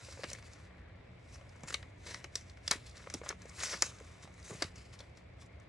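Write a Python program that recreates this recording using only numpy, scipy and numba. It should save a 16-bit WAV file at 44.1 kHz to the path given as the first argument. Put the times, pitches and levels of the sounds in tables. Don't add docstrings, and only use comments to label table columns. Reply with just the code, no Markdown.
import sys
import numpy as np
from scipy import signal
from scipy.fft import rfft, irfft, next_fast_len
from scipy.io import wavfile
from numba import njit

SR = 44100
rng = np.random.default_rng(int(sys.argv[2]) if len(sys.argv) > 2 else 0)


def amplitude_ratio(level_db):
    exponent = np.asarray(level_db, float) / 20
    return 10 ** exponent


def log_audio(samples):
    frames = np.atleast_2d(samples).T
    limited = np.clip(frames, -1, 1)
    pcm = np.round(limited * 32767).astype(np.int16)
    wavfile.write(sys.argv[1], SR, pcm)


N = 250884

# frequency in Hz, relative level per Hz in dB.
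AIR_SPECTRUM = [(13, -36), (30, -19), (65, 3.5), (95, 2.5), (120, -2), (145, -8), (180, -15), (215, -11.5),
                (400, -15.5), (620, -12.5), (800, -20), (1000, -24), (1700, -26), (2170, -19.5),
                (2760, -31), (4000, -32.5), (6000, -47.5), (13900, -80.5)]
AIR_DB = -54.5
# frequency in Hz, correlation from -1 to 1.
AIR_LIKENESS = [(60, 1), (130, 0.97), (280, 0.66), (610, -0.17), (1320, 0.32), (2860, 0.32), (6200, -1),
                (13400, -0.42)]
# frequency in Hz, width in Hz, level in dB.
FAN_TONES = [(118.9, 9, -67.5), (179.6, 12, -69)]

# delay in ms, level in dB.
DESK_BOUNCE = [(.155, -3.5), (0.209, 0)]
BOUNCE_CUT_HZ = 3040
# delay in ms, level in dB.
WALL_ECHO = [(2.299, -13), (2.452, -25.5)]
RIGHT_LEAD_MS = 0.017
ROOM_T60_S, ROOM_DB, ROOM_CUT_HZ = 0.14, -15, 20000
# time in seconds, left minus right gain in dB.
HANDS = [(0, 0), (1.4, 1.5), (1.75, 0.5), (2.1, 0.5), (2.4, 0.7), (2.7, 0.8), (3.1, 0), (3.3, 0.5),
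         (3.65, 0.5), (3.82, 0.3), (4.2, 0.2), (4.6, 0.8), (5.69, 3)]
PORT_CUT_HZ = 10840
SIDE_RISE_HZ, SIDE_RISE_DB = 11600, 29.5

# frequency in Hz, width in Hz, relative level in dB.
SHEET_MODES = [(560, 233, -3), (1132, 170, -0.5), (1595, 560, -3.5), (2137, 400, 6), (3240, 1900, 0.5)]
# frequency in Hz, width in Hz, relative level in dB.
SMALL_PANELS = [(3900, 320, 4.5), (4990, 660, 1.5), (6100, 1100, 0.5), (7800, 2100, -7)]
# time in seconds, # pitch of the third small panel,
# where the singing panel also sits, in Hz, pitch where the body rings best in Hz.
TAUTNESS = [(0, 6100, 1184), (.235, 6100, 1690), (.3, 5500, 2200), (.42, 5800, 1317), (1.4, 5900, 1085),
            (1.63, 6300, 900), (1.69, 6950, 1500), (1.76, 6200, 2200), (2.1, 6100, 1920),
            (2.66, 5500, 1576), (2.73, 5560, 1525), (2.778, 5040, 1820), (3.07, 5940, 1207),
            (3.1, 5850, 1910), (3.21, 6300, 1092), (3.27, 6400, 1300), (3.29, 6200, 1885),
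            (3.305, 5900, 1185), (3.6, 6500, 1924), (3.635, 6340, 2000), (3.66, 5630, 2100),
            (3.719, 5740, 1976), (3.74, 5360, 1477), (3.86, 6200, 1730), (4.25, 5900, 988),
            (4.46, 6160, 2000), (4.51, 7020, 892), (4.58, 6050, 1990), (4.62, 4950, 1420),
            (5.69, 6000, 1292)]
BODY_TOP_HZ = 2820

# start in seconds, peak in dB, pitch in Hz.
FLAPS = [(.085, -47.5, 532), (.173, -51.5, 547), (.193, -46, 525), (.235, -39, 563), (0.244, -43, 245),
         (0.316, -51.5, 564), (0.334, -50, 148), (1.412, -54.5, 560), (1.634, -49.5, 342),
         (1.637, -44.5, 149), (1.743, -42, 557), (2.063, -52.5, 350), (2.07, -59, 500), (2.084, -53.5, 475),
         (2.109, -50, 390), (2.244, -53, 337), (2.355, -48.5, 444), (2.711, -42, 186), (2.714, -41, 614),
         (2.756, -46, 280), (3.071, -46, 536), (3.142, -43, 410), (3.145, -40.5, 273), (3.151, -44.5, 196),
         (3.158, -52, 363), (3.215, -42, 470), (3.236, -46, 570), (3.261, -50, 590), (3.271, -53, 487),
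         (3.303, -43, 393), (3.329, -51, 425), (3.454, -47.5, 480), (3.736, -51, 610), (3.748, -50.5, 167),
         (3.822, -41.5, 504), (3.824, -43.5, 297), (4.009, -49.5, 450), (4.246, -52, 152),
         (4.506, -43, 415), (4.514, -44.5, 154), (4.498, -52, 410), (4.522, -51, 400), (4.53, -48, 480),
         (4.535, -49, 493), (4.553, -53, 600), (4.549, -47, 151), (4.621, -33, 552), (4.623, -38, 300),
         (4.647, -43, 141), (4.783, -55, 153), (5.004, -49.5, 584)]
FLAP_T60_S, FLAP_T60_S_PER_KHZ = 0.016, 0.032

# start in seconds, crack peak in dB, crack pitch in Hz,
# body peak in dB, crack t60 in ms (3 at least).
SNAPS = [(0.086, -64, 6420, -46, 12), (0.173, -63, 5060, -43, 15), (0.197, -60, 5000, -48, 17),
         (0.233, -36, 4640, -31.5, 20), (0.2386, -34.5, 3450, -28, 23), (0.3, -32.5, 5440, -50, 18),
         (0.3137, -44, 5570, -39, 20), (0.331, -30, 6500, -41.5, 13), (.348, -47, 4300, -43, 18),
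         (.358, -56, 5500, -50, 14), (0.3735, -62, 5170, -54, 13), (0.4238, -49.5, 5000, -45, 18),
         (0.497, -64, 5000, -60, 15), (0.5328, -42, 5960, -55, 21), (1.356, -58, 4340, -46.5, 17),
         (1.381, -57, 3460, -55, 18), (1.411, -58, 5220, -51.5, 11), (1.4917, -52, 4870, -63, 24),
         (1.559, -56.5, 6540, -53, 29), (1.606, -55, 6400, -52, 18), (1.633, -41.5, 6600, -40.5, 31),
         (1.674, -41, 7000, -50, 13), (1.7223, -50, 6760, -51, 17), (1.741, -18.5, 3900, -24.5, 17.6),
         (1.744, -27.5, 3530, -38, 11), (1.756, -42, 6000, -54, 17), (1.826, -43, 3780, -40.5, 25),
         (2.063, -45, 4340, -42, 24), (2.092, -52, 5000, -45, 16), (2.11, -46, 5500, -60, 17),
         (2.1435, -30, 5050, -31, 9.3), (2.2092, -68, 4170, -47.5, 8.4), (2.2412, -36, 5040, -34.5, 25),
         (2.3539, -20, 4860, -33, 9), (2.3564, -24.5, 4900, -46, 12.6), (2.409, -46.5, 5760, -49, 33),
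         (2.4964, -45, 4020, -66, 23), (2.5708, -52, 3900, -47, 16), (2.6769, -18.5, 4260, -32.5, 12),
         (2.6788, -22.5, 4160, -42, 13), (2.7087, -25, 4020, -23.5, 8.8), (2.7112, -13, 5750, -25.5, 11),
         (2.7149, -19.5, 4170, -24, 8.3), (2.859, -55, 4000, -52, 16), (2.895, -50, 6000, -60, 18),
         (2.9096, -50, 4180, -67, 29), (2.9686, -44, 3920, -49, 14), (2.977, -47, 5470, -63, 25),
         (3.02, -62, 3590, -51, 12), (3.039, -62, 4000, -49, 10), (3.07, -68, 3600, -36.5, 14),
         (3.099, -34, 6030, -37, 23), (3.1385, -27.5, 6250, -36, 16), (3.145, -31.5, 3800, -48, 16.4),
         (3.213, -68, 5990, -42, 17), (3.2334, -67, 4160, -44, 12), (3.239, -49, 5000, -53, 25),
         (3.247, -45, 7250, -57, 24), (3.2601, -53, 4200, -37.5, 24), (3.2655, -53, 4200, -42, 12),
         (3.271, -52, 4420, -48, 13), (3.2893, -22.5, 5600, -40, 8.7), (3.292, -31, 5030, -43, 14),
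         (3.303, -42, 4120, -35, 25), (3.308, -52, 4200, -45, 16), (3.3135, -47, 4200, -46, 14),
         (3.324, -54, 5290, -38.5, 10), (3.4176, -45, 5730, -57, 25), (3.455, -50, 5530, -47, 14),
         (3.4927, -46, 5930, -57, 29), (3.51, -66, 7800, -45, 48), (3.539, -56, 6820, -53, 27),
         (3.601, -31, 4040, -53, 48), (3.633, -39, 6200, -25, 21), (3.637, -36, 5900, -46, 20),
         (3.661, -35.5, 6000, -42, 15), (3.705, -36, 5900, -47, 16), (3.737, -44, 5930, -34.5, 23),
         (3.7425, -56, 5000, -41, 14), (3.821, -10, 5980, -17, 18), (3.8268, -46, 6200, -25.5, 7.1),
         (3.838, -44, 6000, -32.5, 14), (3.861, -39, 6400, -47, 14), (3.985, -46.5, 4830, -56, 17),
         (4, -50, 6870, -47, 14), (4.224, -48.5, 5850, -58, 50), (4.251, -58, 5570, -49, 15),
         (4.2736, -57, 4000, -49, 23), (4.339, -56, 6650, -58, 28), (4.3777, -58, 6960, -50, 17),
         (4.398, -50, 5850, -57, 22), (4.4273, -46, 5200, -62, 27), (4.5076, -54, 6660, -41, 15),
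         (4.515, -57, 6000, -48.5, 11), (4.532, -58, 5000, -59, 14), (4.5505, -58, 6830, -53, 21),
         (4.6, -47, 4620, -56, 20), (4.6214, -20.5, 4600, -23.5, 24), (4.64, -34.5, 4400, -38, 30),
         (4.655, -43, 4470, -50, 22), (4.756, -46, 5700, -49, 60), (4.926, -50.5, 4010, -68, 42),
         (4.989, -41.5, 4200, -65, 39), (5.003, -39, 3340, -74, 25), (5.171, -52, 5000, -56, 28),
         (5.4206, -51, 3450, -51, 20), (5.46, -56, 6850, -73, 47), (5.598, -56, 6470, -68, 23)]
SNAP_RISE_S = 0.0012
BODY_OUTLASTS = 1.37
BODY_WIDTH_HZ = 1300
FIRST_SLIP = 4.0

# peak in seconds,
# swell in seconds, fade in seconds (both 0.005 at least), fibre hiss in dB, sheet body in dB.
STROKES = [(.03, 0.46, 0.49, -57, -65.5), (.11, 0.25, 0.37, -63, -67), (.215, 0.037, 0.17, -57, -59),
           (.307, 0.14, 0.071, -52, -56), (.35, .03, 0.032, -67, -51), (.39, 0.027, 0.028, -58.5, -59),
           (.465, 0.031, 0.028, -58, -67), (0.535, 0.11, 0.089, -60, -60), (.6, 0.09, 0.13, -67, -80),
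           (1.345, 0.075, 0.086, -58.5, -65), (1.687, 0.015, 0.023, -40, -50),
           (1.706, 0.027, 0.0085, -47, -48.5), (1.727, 0.0046, 0.045, -47, -48.5),
           (1.758, .02, 0.074, -70, -61), (2.07, 0.02, 0.15, -49.5, -52.5), (2.108, 0.12, 0.12, -53, -51),
           (2.371, 0.05, 0.073, -55.5, -62), (2.498, 0.15, 0.039, -72, -76),
           (2.672, 0.035, 0.23, -51.5, -57), (2.721, 0.0094, 0.046, -36, -36.5),
           (2.869, 0.026, 0.048, -54, -67), (2.958, .008, 0.035, -58, -71),
           (2.975, 0.082, 0.37, -65.5, -63), (3.153, 0.23, 0.12, -60.5, -60.5),
           (3.185, .03, .02, -59.5, -62), (3.255, 0.037, 0.072, -56, -61), (3.267, 0.015, .015, -66, -43),
           (3.287, 0.017, 0.017, -53, -56), (3.308, 0.027, 0.022, -71, -40.5),
           (3.419, 0.035, 0.085, -67, -56.5), (3.494, 0.13, 0.025, -62, -63),
           (3.579, 0.015, 0.092, -70, -59), (3.595, 0.016, 1, -57, -55), (3.641, 0.12, 0.14, -41, -46.5),
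           (3.7, 0.097, 0.16, -45, -49), (3.737, 0.053, 0.026, -46.5, -40.5),
           (3.855, 0.13, 0.053, -46, -51.5), (3.901, 0.19, 0.017, -52, -54),
           (3.999, 0.087, 0.25, -77, -82.5), (4.129, 0.36, 0.046, -70.5, -70.5),
           (4.237, 0.015, 0.047, -61, -57.5), (4.39, 0.025, .15, -67, -67), (4.448, 0.018, 0.18, -55, -61),
           (4.5, 0.067, 0.08, -52.5, -61), (4.54, .05, 0.12, -55, -67), (4.634, 0.13, 0.062, -50, -56),
           (4.66, .02, .1, -61, -61), (4.764, 0.039, 0.29, -62.5, -64), (4.939, 0.02, 0.032, -56.5, -59),
           (5.001, 0.076, 0.13, -64.5, -61.5), (5.177, 0.023, 0.039, -65.5, -63.5),
           (5.419, 0.033, 0.042, -59.5, -69)]
STROKE_SPAN_DB = 20
STROKE_ROUNDNESS = 1.01
# time in seconds, fibre hiss in dB, sheet body in dB.
GRIP = [(0, -93, -66), (.7, -100, -66), (1.2, -78, -70.5), (1.55, -72, -64.5), (1.8, -69, -65),
        (2.0, -90, -74), (2.5, -74, -68.5), (4.4, -77, -85), (5.69, -85.5, -69)]
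JUDDER_DB, JUDDER_RATE_HZ = 1.5, 57
# frequency in Hz, relative level per Hz in dB.
FIBRE_SPECTRUM = [(1500, -47), (2500, 7), (3200, -6.5), (4200, -6.5), (6000, -8.5), (7500, -4.5),
                  (9500, -9), (11500, -12), (14000, -57.5)]
# time in seconds, resonance gain in dB.
SINGING = [(0, -11), (1.6, -10), (1.69, 5), (1.75, -3), (3.58, -11), (3.63, 6), (3.72, 4.5), (3.76, -3),
           (3.85, 3.5), (3.9, -3.5), (4.44, 1), (4.46, 7.5), (4.5, -2), (5.69, -9.5)]
SING_WIDTH_HZ, RUB_WIDTH_HZ = 830, 1000
CRINKLES_PER_S, CRINKLE_DB, CRINKLE_HZ = 250, -15, 4600


def rms_one(x):
    return x / np.sqrt(np.mean(x ** 2) + 1e-20)


def at_hz(points, hz):
    table_hz, values = np.transpose(points)
    return np.interp(np.log(hz), np.log(table_hz), values)


def over_time(points):
    return np.interp(np.arange(N) / SR, *np.transpose(points))


def lowpass(x, order, hz):
    return signal.sosfilt(signal.butter(order, hz, fs=SR, output="sos"), x)


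def drift(rate_hz):
    r = np.exp(-2 * np.pi * rate_hz / SR)
    wander = signal.lfilter([1], [1, -2 * r, r * r], rng.standard_normal(N + SR))
    return rms_one(wander[SR:])


def resonate(x, hz, width_hz):
    r = np.exp(-np.pi * width_hz / SR)
    feedback = [1, -2 * r * np.cos(2 * np.pi * hz / SR), r * r]
    return signal.lfilter([(1 - r * r) / 2, 0, (r * r - 1) / 2], feedback, x)


@njit
def glide(x, hz, width_hz):
    r = np.exp(-np.pi * width_hz / SR)
    y = np.zeros(len(x))
    for i in range(2, len(x)):
        drive = (1 - r * r) / 2 * (x[i] - x[i - 2])
        y[i] = drive + 2 * r * np.cos(2 * np.pi * hz[i] / SR) * y[i - 1] - r * r * y[i - 2]
    return y


def room_tone():
    out = 0
    edges = 22 * 2 ** np.arange(0, 9.5, 1 / 4)
    white = rng.standard_normal((2, 2, N))
    for k, (low, high) in enumerate(zip(edges, edges[1:])):
        band = signal.butter(2, [low, high], "band", fs=SR, output="sos")
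        mid, side = signal.sosfilt(band, white[k % 2])
        hz = np.sqrt(low * high)
        alike = np.clip(at_hz(AIR_LIKENESS, hz), -1, 1)
        pair = np.sqrt(1 + alike) * mid + np.sqrt(1 - alike) * side * [[1], [-1]]
        out = out + amplitude_ratio(at_hz(AIR_SPECTRUM, hz)) * pair
    return rms_one(out)


def hum():
    out = 0
    for hz, width, db in FAN_TONES:
        tone = resonate(resonate(rng.standard_normal(N), hz, width), hz, width)
        out = out + amplitude_ratio(db) * rms_one(tone)
    return out


def room(x):
    t = np.arange(SR // 2) / SR
    tail = rng.standard_normal((2, len(t))) * amplitude_ratio(-60 * t / ROOM_T60_S) * (t > .004)
    tail = lowpass(tail, 1, ROOM_CUT_HZ)
    tail = tail + .5 * tail.sum(axis=0)
    tail = tail / np.sqrt(np.sum(tail ** 2) / 2)
    return signal.fftconvolve(x[None], tail, axes=1)[:, :N]


def desk(x):
    size = next_fast_len(N + 512)
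    hz = np.arange(size // 2 + 1) * SR / size
    per_ms = -2j * np.pi * hz / 1000
    dull = 1 / (1 + (hz / BOUNCE_CUT_HZ) ** 4)
    paths = []
    for (desk_ms, desk_db), (wall_ms, wall_db) in zip(DESK_BOUNCE, WALL_ECHO):
        bounce = amplitude_ratio(desk_db) * dull * np.exp(per_ms * desk_ms)
        paths.append(1 + bounce + amplitude_ratio(wall_db) * np.exp(per_ms * wall_ms))
    paths[0] = paths[0] * np.exp(per_ms * RIGHT_LEAD_MS)
    return irfft(rfft(x, size) * np.array(paths), size)[:, :N]


def sheet(x):
    return sum((-1) ** k * amplitude_ratio(db) * resonate(x, hz, width)
               for k, (hz, width, db) in enumerate(SHEET_MODES))


def flaps():
    size = SR // 6
    out = np.zeros(N + SR)
    t = np.arange(size) / SR
    for s, peak_db, hz in FLAPS:
        noise = rng.standard_normal(size)
        t60 = max(FLAP_T60_S + FLAP_T60_S_PER_KHZ * hz / 1000, .005)
        push = np.abs(noise) * np.exp(-t / 0.0055) + 0.034 * noise * amplitude_ratio(-60 * t / t60)
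        flap = resonate(resonate(push, hz, 1.6 / t60 + 0.043 * hz), hz, 7.6 * hz)
        at = round(s * SR)
        out[at:at + size] += amplitude_ratio(peak_db) * flap / np.abs(flap).max()
    return out[:N]


def snaps():
    size = SR // 10
    out = np.zeros(N + SR)
    t = np.arange(size) / SR
    taut_s, _, body_hz = np.transpose(TAUTNESS)
    chance = rng.standard_normal((len(SNAPS), 2, size))
    for (s, crack_db, crack_hz, body_db, t60_ms), noise in zip(SNAPS, chance):
        slips = noise * np.abs(noise) ** .8
        slips[:, round(SNAP_RISE_S * SR)] += FIRST_SLIP * np.sign(noise[:, 0])
        t60 = np.array([[1], [BODY_OUTLASTS]]) * max(t60_ms, 3) / 1000
        swell = np.minimum(t / SNAP_RISE_S, 1) ** 2
        burst = slips * swell * amplitude_ratio(-60 * np.maximum(t - SNAP_RISE_S, 0) / t60)
        crack = resonate(resonate(burst[0], crack_hz, 3900), crack_hz, 2600)
        ringing = sheet(burst[1])
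        favoured = resonate(ringing, np.interp(s, taut_s, body_hz), BODY_WIDTH_HZ)
        body = lowpass(amplitude_ratio(-11.0) * ringing + favoured, 4, BODY_TOP_HZ)
        at = round(s * SR)
        for part, db in ((crack, crack_db), (body, body_db)):
            out[at:at + size] += amplitude_ratio(db) * part / np.abs(part).max()
    return out[:N]


def grains(per_s, spread_db, clump_db):
    slips = rng.random(N) < per_s / SR
    sizes = amplitude_ratio(spread_db * np.minimum(rng.exponential(1, N), 4) + clump_db * drift(21))
    return rms_one(slips * sizes * rng.choice([-1, 1], N))


def panels(x, modes, shift_db, bend, taut):
    out = 0
    for hz, width, db in modes:
        gain = amplitude_ratio(db + shift_db * drift(2.9))
        centre_hz = hz * taut * np.exp(bend * drift(2.4))
        out = out + gain * glide(x, centre_hz, width)
    return out


def stroke_gains():
    t = np.arange(0, N + 64, 64) / SR
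    s, *grip_db = np.transpose(GRIP)
    power = np.array([amplitude_ratio(np.interp(t, s, db)) ** 2 for db in grip_db])
    for peak, swell, fade, *db in STROKES:
        away = np.where(t < peak, (peak - t) / max(swell, .005), (t - peak) / max(fade, .005))
        level_db = np.array(db)[:, None] - STROKE_SPAN_DB * away ** STROKE_ROUNDNESS
        power = power + amplitude_ratio(level_db) ** 2
    return [np.interp(np.arange(N) / SR, t, np.sqrt(p)) * amplitude_ratio(JUDDER_DB * drift(JUDDER_RATE_HZ))
            for p in power]


def slides():
    hiss_gain, body_gain = stroke_gains()
    s, *pitches = np.transpose(TAUTNESS)
    panel_hz, body_hz = (np.interp(np.arange(N) / SR, s, p) for p in pitches)

    hz = np.arange(N // 2 + 1) * SR / N + 1
    fibres = grains(9000, spread_db=2.0, clump_db=1.0)
    hiss = irfft(rfft(fibres) * amplitude_ratio(at_hz(FIBRE_SPECTRUM, hz)), N)
    taut = panel_hz / SMALL_PANELS[2][0]
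    hiss = hiss + amplitude_ratio(-1.0) * panels(hiss, SMALL_PANELS, shift_db=4.0, bend=0.042, taut=taut)
    hiss = hiss + amplitude_ratio(over_time(SINGING)) * glide(hiss, panel_hz, SING_WIDTH_HZ)

    crackle = panels(grains(2500, spread_db=3.8, clump_db=1.5), SHEET_MODES, shift_db=1.5, bend=.05, taut=1)
    body = amplitude_ratio(3.0) * crackle + glide(crackle, body_hz, RUB_WIDTH_HZ)
    body = lowpass(body, 4, BODY_TOP_HZ)

    ticks = grains(CRINKLES_PER_S, spread_db=-0.5, clump_db=5.0)
    bright_ticks = rms_one(resonate(resonate(ticks, CRINKLE_HZ, 6600), CRINKLE_HZ, 3700))
    body_ticks = rms_one(sheet(ticks))
    bright = hiss_gain * (rms_one(hiss) + amplitude_ratio(CRINKLE_DB) * bright_ticks)
    return bright + body_gain * (rms_one(body) + amplitude_ratio(CRINKLE_DB) * body_ticks)


def scene():
    paper = slides() + snaps() + flaps()
    lean_db = over_time(HANDS) / 2
    near = desk(paper) * amplitude_ratio([lean_db, -lean_db])
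    return near + amplitude_ratio(ROOM_DB) * room(paper) + amplitude_ratio(AIR_DB) * room_tone() + hum()


def low_pass(x):
    return signal.sosfilt(signal.butter(12, 14020, fs=SR, output="sos"), x)


def record(dry):
    left, right = lowpass(dry, 8, PORT_CUT_HZ)
    hz = np.arange(N // 2 + 1) * SR / N + 1
    side_gain = amplitude_ratio(SIDE_RISE_DB / (1 + (SIDE_RISE_HZ / hz) ** 20))
    side = irfft(rfft(left - right) * side_gain, N)
    mid = left + right
    return low_pass(np.array([mid + side, mid - side]) / 2)


dry = scene()
out = record(dry)
log_audio(out)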